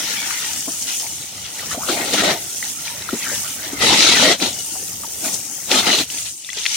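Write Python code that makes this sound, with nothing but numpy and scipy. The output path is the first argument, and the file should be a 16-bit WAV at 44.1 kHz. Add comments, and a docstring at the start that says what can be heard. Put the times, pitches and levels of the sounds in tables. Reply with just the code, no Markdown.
"""Water hisses on a concrete patio close to a two-port microphone: a garden hose, and a dog biting the jet.
Dense rains of damped rings over coloured noise make the fizz and patter on the slab; on the muzzle the jet
splatters, drums on the cheeks and gurgles in the open mouth. Ringing air pockets make the jaw claps and pops,
sliding narrow noise makes the slurps and a faint thin whistle that sinks, and fat drops slap the slab.
A low, uneven outdoor rumble lies underneath."""
import sys
import numpy as np
from scipy import signal
from scipy.fft import rfft, irfft, next_fast_len
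from scipy.io import wavfile
from scipy.ndimage import uniform_filter1d, map_coordinates

SR = 44100
rng = np.random.default_rng(int(sys.argv[2]) if len(sys.argv) > 2 else 0)


def unload_wav(signal):
    """Save mono or channel-first audio to the path in sys.argv[1] as 16-bit WAV at rate SR, clipped to [-1, 1]."""
    wavfile.write(
        sys.argv[1],
        SR,
        np.round(np.clip(np.atleast_2d(signal).T, -1, 1) * 32767).astype(np.int16),
    )


N = 298116  # length [samples]


def amp(db):
    """Decibels to gain."""
    return 10 ** (np.asarray(db) / 20)


def unit(x):
    """Scale to rms 1."""
    return x / np.sqrt(np.mean(x ** 2) + 1e-20)


def along(points, hz):
    """Read (frequency [Hz], value) points on a log frequency axis."""
    f, v = np.transpose(points)
    return np.interp(np.log(hz + 1), np.log(f + 1), v)


def curves(rows):
    """One value per sample for each column after the time."""
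    s, *cols = np.transpose(rows)
    return [np.interp(np.arange(N) / SR, s, c) for c in cols]


def wobble(rate):
    """A smooth random curve, rate knots a second."""
    knots = rng.standard_normal(int(N * rate / SR) + 4)
    return map_coordinates(knots, [np.arange(N) * rate / SR])


def filtered(x, response):
    """x times a response of frequency."""
    m = next_fast_len(N + 8192)
    return irfft(rfft(x, m) * response(np.fft.rfftfreq(m, 1 / SR)), m)[..., :N]


def pan(lean_db):
    """Left and right gains for a left-minus-right level difference."""
    return amp(np.array([[.5], [-.5]]) * lean_db)


def add(track, s, sound):
    """Mix a short sound into the track at time s."""
    part = track[:, round(s * SR):][:, :sound.shape[-1]]
    part += sound[..., :part.shape[1]]


def patchy(x, depth_db):
    """Shifting streams lift and drop small patches of pitch and time."""
    z = signal.stft(x, nperseg=1024)[2]
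    field = uniform_filter1d(rng.standard_normal(z.shape[1:]), size=4, axis=0)
    field = uniform_filter1d(field, size=5, axis=1)
    return signal.istft(z * amp(depth_db * unit(field)), nperseg=1024)[1][:, :N]


def narrow(hz, width_hz):
    """Noise of rms 1 in a narrow band that follows a moving resonance."""
    at = np.arange(len(hz)) * width_hz / SR
    a, b = (map_coordinates(knots, [at], mode="wrap") for knots in rng.standard_normal((2, 128)))
    phase = 2 * np.pi * np.cumsum(hz) / SR
    return unit(a * np.cos(phase) + b * np.sin(phase))


def drops(lo_hz, hi_hz, cycles, spread_db, lag_s, count, size):
    """Stereo rain of damped rings: each drop has its own moment, pitch, weight and direction."""
    when, pitch, weight, place = rng.random((count, 4)).T[..., None]
    hz = lo_hz + (hi_hz - lo_hz) * pitch
    turns = hz * np.arange(size) / SR
    gain = np.sqrt(hz) * amp(-spread_db * np.log(weight + .01))
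    ring = gain * np.exp(-turns / cycles) * np.sin(2 * np.pi * turns)
    start = (when * N).astype(int) + np.arange(size)
    lag = np.round((2 * place - 1) * lag_s * SR).astype(int)  # off-centre drops reach one port later
    ports = [np.bincount(np.abs(at).ravel(), ring.ravel(), N)[:N] for at in (start, start + lag)]
    return unit(np.array(ports))


def water(colour, grains, wash_db, patchy_db):
    """Single drops over the merged wash of countless small ones, coloured by what they hit."""
    # how alike the wash is at the two ports: (frequency [Hz], correlation [-1 to 1])
    likeness = [(60, .8), (130, 0.92), (290, 1), (640, 0.36), (1400, 0.015), (3100, 0.28), (6000, -0.15),
                (15000, 0.12)]

    def turn(hz):
        return np.arccos(np.clip(along(likeness, hz), -1, 1)) / 2

    def tint(hz):
        return amp(along(colour, hz))

    noise = patchy(rng.standard_normal((2, N)), patchy_db)
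    mid, side = filtered(noise, lambda hz: tint(hz) * [np.cos(turn(hz)), np.sin(turn(hz))])
    wash = unit(np.array([mid + side, mid - side]))
    return unit(unit(filtered(grains, tint)) + amp(wash_db) * wash)


def cavity(hz, t60, rise, wet_db, wet_t60, width):
    """A struck pocket of air: a short rising ring and a wet rustle around the same pitch; peak 1."""
    t = np.arange(SR // 5) / SR
    pitch = hz * (1 + rise * np.minimum(t / t60, 1))
    ring = np.sin(2 * np.pi * np.cumsum(pitch) / SR) * amp(-60 * t / t60)
    f = np.fft.rfftfreq(len(t), 1 / SR) + 1
    band = 1 / (1 + (np.log2(f / hz) / width) ** 4)  # width in octaves
    rustle = unit(irfft(rfft(rng.standard_normal(len(t))) * band, len(t)))
    onset = 1 - np.exp(-2 * t * hz)
    sound = (ring + rustle * amp(wet_db - 60 * t / wet_t60)) * onset
    return sound / np.abs(sound).max()


def yard():
    """A low, uneven outdoor rumble: coloured noise nearly the same at both ports."""
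    # rumble under the patio: (time [s], relative level [dB])
    rumble = [(0, -52.5), (1.0, -57), (2.25, -42.5), (2.6, -55.5), (3.1, -45.5), (3.55, -54), (3.78, -38),
              (4.1, -46.5), (5.5, -55), (5.9, -45), (6.15, -57), (6.76, -58)]
    # colour of the open air: (frequency [Hz], gain [dB])
    air_colour = [(20, -20), (45, -8), (70, 2), (110, 2), (200, -2.5), (340, -59), (570, -100)]
    air = rng.standard_normal(N) + 0.33 * rng.standard_normal((2, N))
    level_db = curves(rumble)[0] + 2.5 + 3.1 * wobble(11.0)
    return amp(level_db) * unit(filtered(air, lambda hz: amp(along(air_colour, hz))))


def whistle():
    """A faint, wavering whistle: a narrow noise band that sinks and fades."""
    # path of the whistle: (time [s], pitch [Hz], level [dB])
    path = [(4.40, 3060, -55), (4.44, 3050, -34), (4.51, 2980, -40), (4.59, 2940, -39), (4.68, 2810, -45),
            (4.77, 2800, -55)]
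    hz, db = curves(path)
    t = np.arange(N) / SR
    tone = narrow(hz, width_hz=50)
    return tone * amp(db) * (t > path[0][0]) * (t < path[-1][0])


def slaps():
    """A fat drop cracks on the concrete and scatters into a short sizzle."""
    # fat drops on the slab: (time [s], peak [dB], relative left-right lean [dB])
    fat_drops = [(0.5334, -12, 18), (0.6067, -14, 3.5), (0.7198, -11, -4), (0.824, -10.5, -11),
                 (0.9986, -11, 2), (1.5657, -23, -7), (1.708, -20, -6), (2.793, -25, -9), (4.5301, -13, 6),
                 (4.589, -15, 15), (5.3423, -8, 4), (6.1494, -13, -2), (6.5316, -13.5, -4), (6.575, -16, 4),
                 (6.7448, -11, 3.0)]
    track = np.zeros((2, N))
    for s, db, lean_db in fat_drops:
        crack = cavity(6130, t60=0.0035, rise=0, wet_db=-15, wet_t60=0.028, width=0.48)
        add(track, s, amp(db) * pan(0.56 * lean_db) * crack)
    return track


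def pops():
    """Trapped air bursts from the lips and the puddles, each a short ring of rising pitch."""
    # bursting pockets: (time [s], peak [dB], starting pitch [Hz], 60 dB decay [s], left-right lean [dB])
    pockets = [(0.308, -17.5, 1880, 0.0033, 13), (1.066, -26, 2220, 0.011, 7), (1.594, -22, 1920, 0.018, 0),
               (1.887, -20, 1350, 0.012, 7), (2.14, -11, 3970, 0.0093, 3.5),
               (2.627, -15.5, 1970, 0.021, 1.5), (2.879, -19, 2350, 0.024, 1.5),
               (3.022, -19, 3870, 0.012, -1), (3.09, -17, 1365, 0.019, 4), (4.156, -22, 4080, 0.01, 7),
               (4.401, -20, 2400, 0.01, 9), (5.035, -26.5, 1160, 0.018, 3), (5.045, -26.5, 895, 0.038, 5.5),
               (5.715, -0.5, 3440, 0.006, 7), (5.988, -6.5, 3270, 0.008, 4),
               (6.101, -19.5, 2900, 0.013, 10), (6.185, -17.5, 3460, 0.0064, 9),
               (6.447, -22, 3600, 0.013, 4), (6.49, -20.5, 1960, 0.048, 1), (6.502, -18.5, 3320, 0.015, 7),
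               (6.531, -21.5, 2070, 0.014, 0), (6.655, -7.5, 2540, 0.0062, -2),
               (6.663, -3, 3050, 0.0035, 7)]
    track = np.zeros((2, N))
    for s, db, hz, t60, lean_db in pockets:
        burst = cavity(hz, t60, rise=.1, wet_db=-13, wet_t60=.022, width=.8)
        add(track, s, amp(db) * pan(lean_db) * burst)
    return track


def slurps():
    """Rushing water rings the mouth cavity, its pitch sliding as it fills or opens; bubbles break it up."""
    # sucked water: (time [s], length [s], first pitch [Hz], last pitch [Hz], relative level [dB])
    sucks = [(0.887, 0.092, 2810, 3110, -33.5), (1.005, 0.077, 744, 844, -42),
             (1.614, 0.045, 1370, 1280, -41), (1.702, 0.042, 1317, 1300, -35),
             (1.765, 0.064, 478, 1090, -31.5), (1.806, 0.074, 1270, 1304, -35.5),
             (1.872, 0.045, 1418, 1430, -31), (1.896, 0.21, 733, 637, -32.5),
             (2.186, 0.15, 646, 573, -27.5), (3.211, 0.053, 2374, 2150, -29),
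             (3.237, 0.12, 1437, 1890, -32), (3.316, 0.036, 420, 630, -37),
             (3.437, 0.059, 1275, 1430, -37.5), (3.617, 0.063, 1920, 1915, -37),
             (3.884, 0.067, 906, 948, -25.5), (4.198, 0.11, 560, 529, -21)]
    track = np.zeros((2, N))
    for s, length, from_hz, to_hz, db in sucks:
        u = np.linspace(0, 1, max(round(length * SR), 64))
        band = narrow(from_hz + (to_hz - from_hz) * u, width_hz=.38 * from_hz)
        swell = np.sqrt(np.abs(np.sin(np.pi * u)))
        add(track, s, amp(db) * swell * band)
    return track * amp(2.6 * wobble(260) - 0.6)


def chomps():
    """Soft jaws and wet lips clap on a mouthful of water and ring the air in it."""
    # claps: (time [s], relative peak [dB], starting cavity pitch [Hz], 60 dB decay [s])
    claps = [(0.673, -18, 277, 0.089), (.678, -20.5, 663, 0.07), (1.746, -17.5, 675, 0.1),
             (1.771, -19, 256, 0.059), (1.893, -13.5, 350, 0.069), (2.14, -11, 617, 0.066),
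             (3.128, -7, 247, 0.035), (3.13, -23, 540, 0.022), (3.315, -22, 509, 0.034),
             (3.729, -15, 280, 0.1), (4.753, -25, 744, 0.14), (5.249, -22, 634, 0.12),
             (5.714, -12, 352, 0.034), (6.568, -25.5, 416, 0.082)]
    track = np.zeros((2, N))
    for s, db, hz, t60 in claps:
        clap = cavity(hz, t60, rise=0.17, wet_db=-3.0, wet_t60=0.078, width=0.71)
        add(track, s, amp(db - 4.5) * clap)
    return track


def bite_gains():
    """Drumming, gurgle, splatter and fizz gains: each bite rises, holds, falls and leaves a dripping tail."""
    # the muzzle catches the jet: (time [s], held [s], then relative levels of
    # drumming [dB], gurgle [dB], splatter [dB], fizz [dB])
    bites = [(1.715, 0.021, -41, -36, -35, -28), (1.893, 0.044, -24.5, -31.5, -26, -38),
             (1.975, 0.044, -25, -27.5, -31.5, -40), (2.05, 0.079, -31.5, -32.5, -30.5, -31),
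             (2.138, 0.0045, -21, -23.5, -19.5, -20.5), (2.18, 0.03, -27, -20.5, -21.5, -26),
             (2.236, 0.081, -19.5, -24, -23, -28), (3.826, .13, -20, -22, -16, -25),
             (3.975, .16, -23, -22.5, -14.5, -27), (4.155, 0.051, -24, -18.5, -17, -26.5),
             (4.205, 0.052, -19, -19.5, -15.5, -23.5), (4.278, 0.043, -20, -22, -16.5, -32),
             (4.423, 0.041, -24, -29, -22, -32), (5.248, 0.035, -30, -33.5, -33, -24),
             (5.33, .022, -35, -44, -37.5, -23.5), (5.717, 0.079, -21.5, -24, -18.5, -25),
             (5.83, 0.023, -35, -25, -27, -33), (5.87, 0.027, -21.5, -19.5, -19.5, -33),
             (5.915, 0.037, -23.5, -25.5, -18, -30), (5.974, 0.037, -26.5, -32, -21.5, -26)]
    rise_db_per_s, fall_db_per_s = 557, 286  # the jaws close on the jet and let it go
    drip_db, drip_fall_db_per_s = -20, 51  # water running off the muzzle afterwards
    t = np.arange(N) / SR
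    gains = np.zeros((4, N))
    for s, held, *layers_db in bites:
        before, after = np.maximum(s - t, 0), np.maximum(t - s - held, 0)
        release_db = np.maximum(-fall_db_per_s * after, drip_db - drip_fall_db_per_s * after)
        shape_db = release_db - rise_db_per_s * before
        gains = np.maximum(gains, np.outer(amp(layers_db), amp(shape_db)))
    return gains


def flow():
    """Gain of the arriving water: 1, except in brief smooth dips."""
    # dips of the hose: (centre time [s], half-width to 1/e of the depth [s], depth [dB])
    dips = [(1.785, 0.03, 5.5), (2.385, 0.02, 0.5), (4.373, 0.021, 8), (6.068, 0.029, 9.5)]
    t = np.arange(N) / SR
    return amp(-sum(depth_db * np.exp(-((t - s) / width) ** 2) for s, width, depth_db in dips))


def sloshing():
    """Gain of the slugs of water landing on the slab: each swells quickly and ebbs."""
    # slugs: (time [s], length [s], relative level [dB])
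    slugs = [(0.415, 0.13, -30.5), (0.869, 0.1, -29), (0.996, 0.032, -32), (1.44, 0.072, -34),
             (1.582, 0.043, -36), (2.635, 0.093, -34), (2.852, 0.088, -32), (3.215, .1, -35),
             (3.336, 0.083, -33.5), (3.63, 0.066, -32.5), (6.253, 0.057, -34), (6.569, 0.05, -30)]
    t = np.arange(N) / SR
    gain = 0
    for s, length, db in slugs:
        u = np.clip((t - s) / length, 0, 1) ** 0.32  # power below 1: in faster than out
        gain = gain + amp(db) * np.sqrt(np.abs(np.sin(np.pi * u)))
    return gain


def spray(thrown):
    """Fine drops fizz on the wet concrete and fly off the muzzle; the finest mist adds the top."""
    # fine spray landing on the slab: (time [s], relative fizz [dB], relative finest mist [dB])
    fizz = [(0, -30, -37.5), (.7, -28.5, -39), (1.0, -26.5, -36), (1.08, -32, -41), (1.48, -36, -46),
            (1.6, -33.5, -40.5), (1.87, -26.5, -35), (2.1, -32.5, -38.5), (2.45, -32.5, -39),
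            (2.56, -29.5, -39), (3.1, -34.5, -40), (3.33, -27.5, -37), (3.65, -34.5, -39),
            (4.48, -29.5, -39), (5.15, -32, -38.5), (5.29, -29.5, -34), (5.47, -32, -43), (5.72, -33, -37),
            (6.25, -27.5, -40), (6.43, -38.5, -54), (6.76, -26, -41)]
    # colour of the hiss: (frequency [Hz], gain [dB])
    hiss = [(2470, -32), (4200, -33), (4590, -7.5), (4940, -10), (5280, -4.5), (6650, 1.5), (7770, -2),
            (8550, -0.5), (10200, -5), (11800, -9.5), (13700, -10), (15100, -8), (16000, -12.5)]
    # where the spray lands: (time [s], relative left-right lean [dB])
    aim = [(0, 4), (.55, 3), (1.05, 1), (1.5, -0.5), (2.0, 2), (2.45, 1.5), (2.65, -2.5), (3.2, -1),
           (3.32, 3), (3.45, -1), (4.25, 0.5), (4.44, 4), (5.1, 1.5), (5.55, 5), (6.0, 2), (6.15, 0),
           (6.45, 4), (6.76, 1)]
    fizz_db, mist_db = curves(fizz)
    fine = drops(4560, 16600, cycles=2.1, spread_db=2.5, lag_s=.00016, count=16000, size=48)
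    rain = water(hiss, fine, wash_db=1.5, patchy_db=3.5)
    mist = filtered(rain, lambda hz: 1 / (1 + (10800 / (hz + 1)) ** 12))  # only the top
    fizz_gain = np.hypot(amp(fizz_db + 1.5), thrown)
    mist_gain = np.hypot(amp(mist_db + 3.5), amp(-12) * thrown)  # muzzle mist 12 dB under its fizz
    layers = unit(rain - mist) * fizz_gain + unit(mist) * mist_gain
    return layers * amp(0.67 * wobble(45) + 0.72 * wobble(5.4)) * pan(1.04 * curves(aim)[0])


def jet(drumming, gurgling, splatter):
    """The jet breaks on muzzle and slab; its lumps shake drumming, gurgle and splatter together."""
    # the jet churns the standing water: (time [s], relative gurgle [dB], relative drumming [dB])
    puddle = [(0, -32.5, -37.5), (.35, -32, -44), (.7, -45.5, -44.5), (1.45, -46.5, -45.5),
              (1.65, -41.5, -38.5), (2.55, -47, -44.5), (2.9, -41.5, -45), (3.27, -34, -40),
              (3.5, -41, -45.5), (3.72, -38, -36.5), (4.65, -49, -43.5), (5.55, -47, -45),
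              (6.18, -42.5, -44.5), (6.38, -68, -58), (6.6, -42, -50.5), (6.76, -38, -51)]
    # core of the jet on the wet slab: (time [s], relative patter level [dB])
    patter_level = [(0, -27), (.49, -33), (.65, -38), (.8, -38), (1.0, -36), (1.25, -39), (1.65, -37),
                    (2.55, -39), (3.1, -38), (3.36, -35), (3.48, -36.5), (3.75, -37.5), (4.55, -37.5),
                    (4.85, -42), (5.6, -43.5), (6.15, -32.5), (6.36, -48.5), (6.54, -35.5), (6.76, -23.5)]
    # colours of cheeks, mouth, muzzle and coarse drops on concrete: (frequency [Hz], gain [dB])
    cheek_colour = [(45, -55), (85, -19.5), (140, -8), (215, -1.5), (290, 0), (440, -5), (570, -4.5),
                    (720, -3), (830, -5.5), (930, -10), (1080, -12.5), (1500, -12), (2500, -100)]
    mouth_colour = [(600, -19.5), (880, 3.5), (1060, -10.5), (1200, -6), (1420, 0), (1650, -3.5), (1900, 3),
                    (2100, 1), (2400, -0.5), (3100, -13), (5000, -100)]
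    muzzle_colour = [(1300, -38), (2100, -8), (2800, -2), (3250, 1), (3600, 1), (3950, 3.5), (4400, -1),
                     (5000, -5), (5900, -2.5), (8000, -12), (10400, -16), (16000, -100)]
    slab_colour = [(1300, -27), (1950, -9), (2450, -2.5), (2900, 2.5), (3700, 2), (4350, 0.5), (5000, -1.5),
                   (5900, 5), (7200, -10.5), (12000, -46)]
    churn_db, thrum_db = curves(puddle)
    lumps, slosh = wobble(130), sloshing()

    thuds = drops(171, 1140, cycles=2.6, spread_db=2.5, lag_s=0.00025, count=2200, size=800)
    cheeks = water(cheek_colour, thuds, wash_db=2.0, patchy_db=4.5)
    bubbles = drops(921, 2580, cycles=4.2, spread_db=0.5, lag_s=0.000063, count=2600, size=500)
    mouth = water(mouth_colour, bubbles, wash_db=3.5, patchy_db=6.0)
    fine = drops(1920, 7900, cycles=2.6, spread_db=2.5, lag_s=.00007, count=15000, size=128)
    coarse = drops(1660, 7500, cycles=4.1, spread_db=3.3, lag_s=.0001, count=4500, size=160)
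    on_muzzle = water(muzzle_colour, fine, wash_db=2.5, patchy_db=3.5)
    on_slab = water(slab_colour, coarse, wash_db=3.0, patchy_db=3.5)

    surge = amp(0.6 * wobble(16))  # the stream lands unevenly
    low = np.hypot(drumming, surge * amp(thrum_db))
    puddle_gurgle = np.hypot(surge * amp(churn_db), amp(-7.5) * slosh)  # the puddle answers each slosh
    gurgle = np.hypot(gurgling, puddle_gurgle)
    patter = np.hypot(surge * amp(curves(patter_level)[0]), slosh)
    return (cheeks * low * amp(-0.85 + 0.72 * lumps)
            + mouth * gurgle * amp(0.1 + 0.67 * lumps)
            + (on_muzzle * splatter + on_slab * patter) * amp(3.0 + 0.48 * lumps))


def scene():
    """All sources in the open air."""
    drumming, gurgling, splatter, fizz = bite_gains()
    hose = flow() * (spray(fizz) + jet(drumming, gurgling, splatter))
    return hose + chomps() + slurps() + pops() + slaps() + whistle() + yard()


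def record(dry):
    """The two ports colour the sound differently and shed deep bass; peaks round off; the band ends steeply."""
    # level difference of the microphone ports: (frequency [Hz], left-right lean [dB])
    port_lean = [(60, 1.5), (280, 3.5), (450, -1), (680, -1), (950, 1.5), (1200, 12.5), (1600, 4),
                 (2350, 4), (2900, 3), (3500, 0), (4600, 7), (6000, 3), (8500, -4), (15000, 0)]
    top_hz = 15950
    coloured = filtered(dry, lambda hz: pan(along(port_lean, hz)))
    rounded = coloured / (1 + coloured ** 8) ** (1 / 8)
    bass_cut = signal.butter(2, 58, "highpass", fs=SR, output="sos")
    return filtered(signal.sosfilt(bass_cut, rounded), lambda hz: hz < top_hz)


dry = scene()
out = record(dry)
unload_wav(out)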